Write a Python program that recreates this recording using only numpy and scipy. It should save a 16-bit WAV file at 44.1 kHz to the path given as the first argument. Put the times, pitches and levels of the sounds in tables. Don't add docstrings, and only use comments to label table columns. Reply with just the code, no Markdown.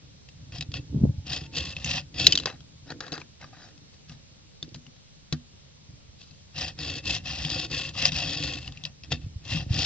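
import sys
import numpy as np
from scipy import signal
from scipy.fft import rfft, irfft, next_fast_len
from scipy.io import wavfile
from scipy.ndimage import uniform_filter1d

SR = 44100
rng = np.random.default_rng(int(sys.argv[2]) if len(sys.argv) > 2 else 0)


def wav_out(sig):
    wavfile.write(sys.argv[1], SR, np.round(np.clip(np.atleast_2d(sig).T, -1, 1) * 32767).astype(np.int16))


def invert_db(level):
    return 10 ** (np.asarray(level, dtype=float) / 20)


N = 434385

# start in seconds, speeding up in seconds, coasting in seconds,
# rattle at full speed in dB, rattle when caught in dB.
CAR_PUSHES = [(.515, 0.0088, 0.049, -51, -42.5), (.6, 0.0066, 0.017, -49.5, -48),
              (.73, 0.0067, .03, -47, -38.5), (1.244, 0.034, 0.056, -41, -32), (1.31, 0.042, .11, -32, -56),
              (1.51, 0.063, .15, -34, -41), (1.74, .02, .08, -49, -47.5), (1.835, 0.04, 0.11, -32, -31.5),
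              (2.135, .01, .04, -47, -41), (2.161, 0.05, 0.14, -27, -38), (2.39, .015, 0.027, -44.5, -47.5),
              (6.53, .07, .09, -32.5, -37), (6.76, 0.065, 0.16, -35, -39), (7.02, 0.062, 0.084, -30, -30.5),
              (7.22, .06, .215, -35, -37.5), (7.48, 0.031, 0.14, -29, -35), (7.68, 0.06, 0.15, -30.5, -39),
              (7.92, 0.07, 0.091, -29.5, -28.5), (8.09, 0.072, .28, -30.5, -36.5),
              (8.4, 0.038, 0.15, -30, -42.5), (8.58, 0.037, 0.07, -46.5, -49.5),
              (8.71, 0.0083, 0.16, -58, -60.5), (8.84, 0.0094, 0.0074, -59, -41.5),
              (9.035, .01, 0.0056, -47.5, -57), (9.1, .025, 0.008, -25.5, -32.5),
              (9.2, 0.01, 0.026, -59, -59.5), (9.42, 0.13, 0.079, -31, -46), (9.67, 0.12, 0.11, -29, -32.5)]
# start in seconds,
# rise in seconds, fade in seconds, level in dB, hollow sound against that level in dB.
PART_SCRAPES = [(2.46, .012, 0.098, -39.5, 4.5), (2.85, 0.067, 0.029, -45, 4),
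                (3.005, 0.0034, 0.19, -46.5, 5.5), (3.115, 0.014, .1, -36, -0.5),
                (3.39, 0.038, 0.084, -52, 3.5), (3.52, 0.0068, 0.16, -58.5, 5),
                (3.54, 0.11, 0.087, -51, -1.5), (3.915, 0.028, 0.044, -57, -4.5),
                (4.065, .04, 0.11, -52, -6.5), (4.628, 0.019, 0.0084, -51.5, -9),
                (4.74, 0.0072, 0.028, -49.5, -2), (5.323, 0.0057, 0.03, -37.5, 0),
                (6.18, 0.017, 0.39, -55, -15)]
# time in seconds, peak of the bright click in dB, loudest ring in Hz,
# hollow sound against the click in dB, table ring against the click in dB.
BRICK_KNOCKS = [(0.2877, -37.5, 4800, -18, -17), (0.522, -34.5, 2620, -12, -7),
                (.5835, -26.5, 4000, -27, -7.5), (0.609, -19, 3740, -22, -22),
                (0.6238, -24.5, 3920, -15.5, -29), (0.7176, -34.5, 4760, -17, -13.5),
                (0.7397, -22, 2773, -14, -24.5), (1.461, -39, 2650, -26, -12.5),
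                (1.5699, -21, 2634, -9, -15), (1.7657, -21.5, 2600, -19, -19.5),
                (1.8443, -19, 6590, -27, -11.5), (2.1423, -37, 2640, -11, -3.5),
                (2.1828, -22.5, 2697, -19, -16), (2.2677, 5.5, 3960, -33, -35),
                (2.278, -16, 3120, -18, -12), (2.323, -5, 3143, -37, -33),
                (2.331, -15.5, 3027, -30.5, -29.5), (2.354, -8, 3720, -25, -29),
                (2.375, -10.5, 3158, -21, -30), (2.3868, -18, 3080, -21, -39),
                (2.3986, -21.5, 3960, -15, -25.5), (2.4346, -31, 3980, -6, -17),
                (2.4573, -11.5, 4897, -7.5, -23), (2.4845, -29.5, 2730, -22, -27.5),
                (2.605, -41.5, 3330, -10, -5.5), (2.9037, -29, 4355, -4, -10),
                (3.0052, -24.5, 3920, -3, -24), (3.0654, -34, 3850, -4.5, -14.5),
                (3.08, -35.5, 3950, 0, -10.5), (3.1199, -25, 3920, -12, -10), (3.1783, -32, 4046, 4, -15),
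                (3.215, -36.5, 2430, 2.7, -6.5), (3.414, -38, 2170, -8, -8.5), (3.4424, -40.5, 4660, 7, -4),
                (3.777, -42.5, 3670, -12, -6), (4.0952, -35.5, 2720, -15, -3.5),
                (4.627, -23, 3620, -20, -13.5), (4.6905, -44.5, 4700, -23, -20),
                (4.7439, -30.5, 4800, -25, -11), (4.76, -39, 4080, -11.5, 4),
                (4.8657, -39.5, 2850, -13, -9), (4.9625, -50, 3260, -9, -13),
                (5.3253, -18, 4030, -11.5, -2), (6.2145, -38, 3990, -17, -11),
                (6.3094, -41.5, 4240, -28, -9.5), (6.57, -28.5, 2690, -20, -8),
                (6.789, -26, 5040, -11, -11), (7.4494, -18, 3330, -31, -9), (8.0536, -4, 4900, -22.5, -32),
                (8.1203, -17.5, 3650, -24, -9.5), (8.4255, -24.5, 2620, -14, -7.5),
                (8.536, -22, 3270, -32, -22.5), (8.6764, -27, 2860, -16, -20.5),
                (8.7224, -32, 3600, -14, -18), (8.7728, -34, 2540, -27, -37), (8.8375, -24, 3860, -24, -14),
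                (8.8516, -19, 4700, -33, -27), (9.035, -32, 2620, -21, -18.5),
                (9.1195, -16.5, 3480, -5, -8)]
# time in seconds, peak in dB, pitch in Hz.
LOW_BUMPS = [(0.687, -25.5, 110), (.944, -17.5, 193.6), (.958, -17.5, 143.3), (.973, -20, 186),
             (1.013, -17, 168), (1.0355, -5, 195.3), (1.052, -17.5, 359), (1.063, -24, 91),
             (1.091, -18.5, 120), (1.179, -24, 89.6), (5.543, -45, 111.7), (6.087, -41, 79.4),
             (9.24, -28, 94), (9.263, -25, 113), (9.358, -25.5, 85.4), (9.705, -13, 104)]
# pitch in Hz, width in Hz, relative level in dB.
CAR_MODES = [(531, 80, 0), (740.4, 150, 0), (1103, 330, -8), (1450, 120, -9), (1833, 380, -5.5),
             (2620, 140, 0), (2725, 190, -1.5), (3293, 230, -4), (3650, 90, -3.5), (4200, 200, -13.5),
             (4874, 630, -6), (5380, 160, -8.5)]
# pitch in Hz, width in Hz, relative level in dB.
PART_MODES = [(747, 210, -8.5), (1217, 82, -10.5), (1610, 430, -9), (1850, 180, -12), (2600, 190, -7.5),
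              (3224, 44, -11.5), (3920, 170, 0.5), (4740, 330, -2.2), (5560, 700, -8), (4900, 82, -10.5),
              (6500, 340, -15.5)]
# frequency in Hz, relative level in dB.
PLAIN_PLASTIC = [(250, -39), (450, -9), (1000, -16), (2300, -17.5), (2800, -8.5), (4500, -7), (6000, -14),
                 (7600, -25), (8100, -41.5)]
# pitch in Hz, relative level in dB, time to fall 60 dB in seconds.
TABLE_TONES = [(81, -4.5, 0.22), (120, -5, 0.1), (150.8, 11.5, 0.12), (243.6, -3.5, 0.25), (320, -5, 0.089)]
# frequency in Hz, relative level in dB per Hz.
BOOM_COLOR = [(20, -46), (40, -8.5), (75, 6), (110, 3), (150, 4), (205, -13), (240, -13.5), (290, -7.5),
              (380, -20.5), (500, -24.5), (900, -43), (1500, -59.5), (4000, -91.5)]
# frequency in Hz, relative level in dB per Hz.
AIR_COLOR = [(15, -41), (25, -8), (70, -12.5), (184, -10.5), (319, -30), (369, -21.5), (569, -21),
             (641, -25.5), (741, -26.5), (1230, -29.5), (1560, -30.5), (2600, -28), (3890, -24.5),
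             (5800, -26), (7810, -32.5), (10200, -71.5), (17200, -120)]
# frequency in Hz, left-right likeness from -1 to 1.
AIR_LIKENESS = [(60, -0.45), (160, -0.11), (410, -0.42), (1070, -0.28), (2810, 0.12), (7360, -0.89)]
# frequency in Hz, left over right in dB.
PORT_SHADES = [(40, -5), (160, 1.8), (410, -4), (1070, 1.5), (2000, -0.5), (2810, 2.5), (5000, 3.5),
               (7360, 4)]
# time in seconds, left over right in dB.
BRICK_PLACES = [(0.0, 4), (0.38, 1), (1.86, -0.5), (3.23, 2.5), (4.2, -1), (4.5, 0.5), (5.62, 2), (5.79, 3),
                (6.36, 0.5), (9.85, 2.5)]
# frequency in Hz, level against the direct sound in dB.
ECHO_COLOR = [(100, -21), (300, -5), (1000, -7.5), (2500, -10), (4500, -10), (7500, 1.5)]
# start in seconds, rise in seconds, fade in seconds,
# level in dB, higher table tones against that level in dB.
HAND_SHOVES = [(.65, 0.12, .3, -37.5, -15), (.88, 0.11, 0.054, -28.5, -6), (.99, 0.052, 0.12, -21, -12),
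               (2.1, 0.16, 0.49, -39, -2), (2.65, 0.099, .3, -52.5, -17), (2.82, 0.1, .3, -51.5, 3.5),
               (3.08, 0.058, 0.19, -52.5, 7), (3.37, 0.051, 0.76, -58, 1),
               (4.04, 0.075, 0.43, -49.5, -13.5), (4.33, 0.14, .06, -54, -13.5),
               (4.55, 0.13, 0.036, -51, -5), (4.71, 0.011, 0.22, -51.5, -9), (4.8, 0.098, 0.048, -56.5, -3),
               (5.0, .228, .06, -63, -11.5), (5.47, 0.079, 0.31, -57, -15),
               (5.82, .11, 0.157, -49.5, -17.5), (6.04, 0.041, 0.32, -63, -15),
               (7.21, .05, 0.21, -42.5, -13), (8.8, 0.073, 0.21, -46.5, -21.5),
               (9.03, 0.13, 0.31, -36, -28.5), (9.42, 0.15, 0.19, -31.5, -12.5),
               (9.65, 0.12, 0.43, -30.5, -15.5)]
# time in seconds, level in dB.
HANDS_AT_REST = [(0, -51.5), (.25, -57.5), (.48, -45.5), (1.25, -45), (2.0, -46.5), (2.55, -60.5),
                 (4.0, -59), (4.5, -63.5), (6.5, -57.5), (6.6, -48.5), (8.72, -42.5), (8.9, -59.5),
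                 (9.3, -52.5), (9.85, -42)]
# start in seconds, length in seconds, pitch in Hz, level in dB.
FAR_NOTES = [(0.862, 0.25, 896, -72), (1.08, .2, 848, -73), (1.423, 0.14, 900, -66)]

DAMPED_FROM_S, DAMPED_UNTIL_S = 2.25, 5.9
RISE_DB, FADE_DB, STOP_DB_PER_S = 36, 26.5, 646
FULL_SPEED_DB = -35


def evened(x):
    return x / np.sqrt(np.mean(x ** 2) + 1e-20)


def read(points, hz):
    f, value = np.transpose(points)
    return np.interp(np.log(hz + 1), np.log(f + 1), value)


def add(mix, s, sound):
    part = mix[round(s * SR):][:len(sound)]
    part += sound[:len(part)]


def causal(gain):
    mirrored = np.r_[gain, gain[-2:0:-1]]
    log = np.log(np.maximum(mirrored, 1e-5))
    return np.fft.ifft(np.exp(np.conj(signal.hilbert(log)))).real[:len(gain) // 2]


def clumps(size):
    smooth = uniform_filter1d(rng.standard_normal(N), size)
    return np.minimum(evened(uniform_filter1d(smooth, size)), 1.8)


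def stroke(start, rise, hold, top_db, end_db):
    t = np.arange(0, rise + hold + .15, 1 / SR)
    db = top_db - RISE_DB * np.clip(1 - t / rise, 0, 1) ** 2
    db += (end_db - top_db) * np.clip((t - rise) / hold, 0, 1)
    db -= STOP_DB_PER_S * np.maximum(t - rise - hold, 0)
    return start, invert_db(2 * db)


def fading_gains(rows):
    power = np.zeros((2, N))
    for start, rise, fade, db, share_db in rows:
        for voice, level_db in zip(power, (db, db + share_db)):
            add(voice, *stroke(start, rise, fade, level_db, level_db - FADE_DB))
    return np.sqrt(power)


def mode_powers(modes, hz):
    peaks = [invert_db(2 * db) / (1 + (2 * (hz - f) / w) ** 2) ** 2 for f, w, db in modes]
    return np.array([invert_db(2 * read(PLAIN_PLASTIC, hz)), *peaks])


def halves(power, hz):
    bright = 1 / (1 + (2200 / (hz + 1)) ** 12)
    return [power * share / (power * share).sum() * len(hz) for share in (1 - bright, bright)]


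def rattle(gain, hollow_gain, modes, per_s, spread_db, jolt_db, own_db, clump_s):
    hz = np.fft.rfftfreq(8192, 1 / SR)
    size = int(clump_s * SR)
    jolts, out = clumps(size), 0
    for hollow, bright in zip(*halves(mode_powers(modes, hz), hz)):
        draw = rng.random(N)
        chance = per_s / SR / 2
        signs = (draw < chance) * 1. - (draw > 1 - chance)
        hits = signs * invert_db(spread_db * np.minimum(rng.exponential(1, N), 4))
        hits = evened(hits * invert_db(jolt_db * jolts + own_db * clumps(size)))
        out = out + signal.oaconvolve(hits * hollow_gain, causal(np.sqrt(hollow)))[:N]
        out = out + signal.oaconvolve(hits * gain, causal(np.sqrt(bright)))[:N]
    return out


def air():
    frames, hz = N // 256 + 5, np.fft.rfftfreq(1024, 1 / SR)
    a, b, c, d, patches = rng.standard_normal((frames, 513, 5)).T
    patches = uniform_filter1d(patches, 14, 0)
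    patches = evened(uniform_filter1d(patches, 12, 1))
    same = np.clip(read(AIR_LIKENESS, hz), -1, 1)[:, None]
    left = a + 1j * b
    right = same * left + np.sqrt(1 - same ** 2) * (c + 1j * d)
    color = invert_db(read(AIR_COLOR, hz)[:, None] + 0.9 * patches)
    noise = signal.istft(np.array([left, right]) * color, nperseg=1024, noverlap=768)[1][:, :N]
    return invert_db(-54.5) * evened(noise)


def boom(speed):
    t, hz = np.arange(N) / SR, np.fft.rfftfreq(16384, 1 / SR)
    pushes = rng.standard_normal(N) * (rng.random(N) < 600. / SR)
    pushes = pushes * invert_db(1.5 * rng.exponential(1, N))
    high = 1 / (1 + (230 / (hz + 1)) ** 10)
    color = invert_db(read(BOOM_COLOR, hz))
    tones = [causal(color * np.sqrt(share)) for share in (1 - high, high)]
    deep, upper = [evened(signal.oaconvolve(pushes, tone)[:N]) for tone in tones]
    wheels = invert_db(-42) * abs(uniform_filter1d(speed, int(0.055 * SR))) ** 0.78
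    rest = invert_db(np.interp(t, *np.transpose(HANDS_AT_REST)))
    shove, shove_upper = fading_gains(HAND_SHOVES)
    deep_gain = np.sqrt(wheels ** 2 + rest ** 2 + shove ** 2)
    upper_gain = np.sqrt((invert_db(-8) * wheels) ** 2 + (invert_db(-16) * rest) ** 2 + shove_upper ** 2)
    return deep_gain * deep + upper_gain * upper


def body(modes):
    hz = np.fft.rfftfreq(8192, 1 / SR)
    return [causal(np.sqrt(p)) for p in halves(mode_powers(modes, hz).sum(0), hz)]


def table_ring(t):
    ring = sum(invert_db(db - 60 * t / t60) * np.sin(2 * np.pi * hz * t) for hz, db, t60 in TABLE_TONES)
    ring *= 1 - np.exp(-t / .003)
    return ring / abs(ring).max()


def knocks():
    out, t = np.zeros(N), np.arange(6000) / SR
    fade = invert_db(-60 * (t / 0.025) ** 0.77) * (1 - np.exp(-t / 0.000097))
    for s, peak_db, hz, hollow_db, table_db in BRICK_KNOCKS:
        chance = rng.standard_normal(6000)
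        chatter = chance * abs(chance) ** 0.32 * fade
        chatter[0] += 2.5
        modes = PART_MODES if DAMPED_FROM_S < s < DAMPED_UNTIL_S else CAR_MODES
        responses = body([*modes, (hz, 300, 5), (1300, 1500, -9)])
        hollow, bright = [signal.fftconvolve(chatter, p)[:6000] for p in responses]
        click = bright / abs(bright).max() + invert_db(hollow_db) * hollow / abs(hollow).max()
        add(out, s, invert_db(peak_db) * (click - invert_db(table_db) * table_ring(t)))
    return out


def rolling_gain():
    power = np.zeros(N)
    for row in CAR_PUSHES:
        add(power, *stroke(*row))
    return np.sqrt(power)


def rolling_car(roll, speed):
    hollow = invert_db(FULL_SPEED_DB - 12.5) * speed ** (1 - 0.27)
    return rattle(roll, hollow, CAR_MODES, per_s=3000., spread_db=3.0, jolt_db=1.82, own_db=3.0, clump_s=0.0044)


def bumps():
    out = np.zeros(N)
    for s, peak_db, hz in LOW_BUMPS:
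        u = np.arange(0, 4.0, hz / SR)
        swing = np.sin(2 * np.pi * u) * u ** 2.1 * np.exp(-u / 0.31)
        add(out, s, invert_db(peak_db) * swing / abs(swing).max())
    return out


def far_tone():
    out = np.zeros(N)
    for s, length, hz, db in FAR_NOTES:
        t = np.arange(0, length, 1 / SR)
        swell = np.sqrt(2 * np.sin(np.pi * t / length))
        add(out, s, invert_db(db) * swell * np.sin(2 * np.pi * hz * t))
    return out


def scraped_part():
    gain, hollow = fading_gains(PART_SCRAPES)
    return rattle(gain, hollow, PART_MODES, per_s=4400.0, spread_db=2.0, jolt_db=-1.0, own_db=5.5, clump_s=0.0054)


def nearby(x, t60, turns_per_s):
    color = invert_db(read(ECHO_COLOR, np.fft.rfftfreq(2048, 1 / SR)))
    x = signal.oaconvolve(x, causal(color))[:N]
    taps = np.zeros((3, 2, 3000))
    at = np.arange(10, 2980, 20) + rng.integers(0, 20, (3, 2, 149))
    np.put_along_axis(taps, at, rng.choice([-1., 1.], at.shape), 2)
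    taps *= invert_db(-60 * np.arange(3000) / SR / t60)
    turn = 2 * np.pi * turns_per_s * np.arange(N) / SR
    out = 0
    for k, tail in enumerate(taps):
        window = np.sqrt(2 / 3) * np.cos(turn + k * np.pi / 3)
        out = out + signal.oaconvolve((x * window)[None], tail / np.linalg.norm(tail[0]), axes=1)[:, :N]
    return out


def ports(x):
    right_lag_s = 4.6e-5
    size = next_fast_len(N)
    hz = np.fft.rfftfreq(size, 1 / SR)
    tilt = invert_db(read(PORT_SHADES, hz) / 2) * np.exp(1j * np.pi * hz * right_lag_s)
    return irfft(rfft(x, size) * np.array([tilt, 1 / tilt]), size)[:, :N]


def scene():
    roll = rolling_gain()
    speed = roll / invert_db(FULL_SPEED_DB)
    bricks = knocks() + rolling_car(roll, speed) + scraped_part()
    lows = boom(speed) + bumps()
    s, pan_db = np.transpose(BRICK_PLACES)
    side = invert_db(np.interp(np.arange(N) / SR, s, pan_db) / 2)
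    close = ports(bricks) * [side, 1 / side] + ports(lows)
    return close + nearby(bricks + lows, t60=0.027, turns_per_s=1.3) + air() + far_tone()


def roll_off(x):
    return signal.sosfilt(signal.butter(12, 7960, fs=SR, output="sos"), x)


def record(dry):
    narrow = signal.oaconvolve(dry, signal.firwin(255, 7900, fs=SR)[None], "same")
    return roll_off(np.clip(narrow, -1, 1))


dry = scene()
out = record(dry)
wav_out(out)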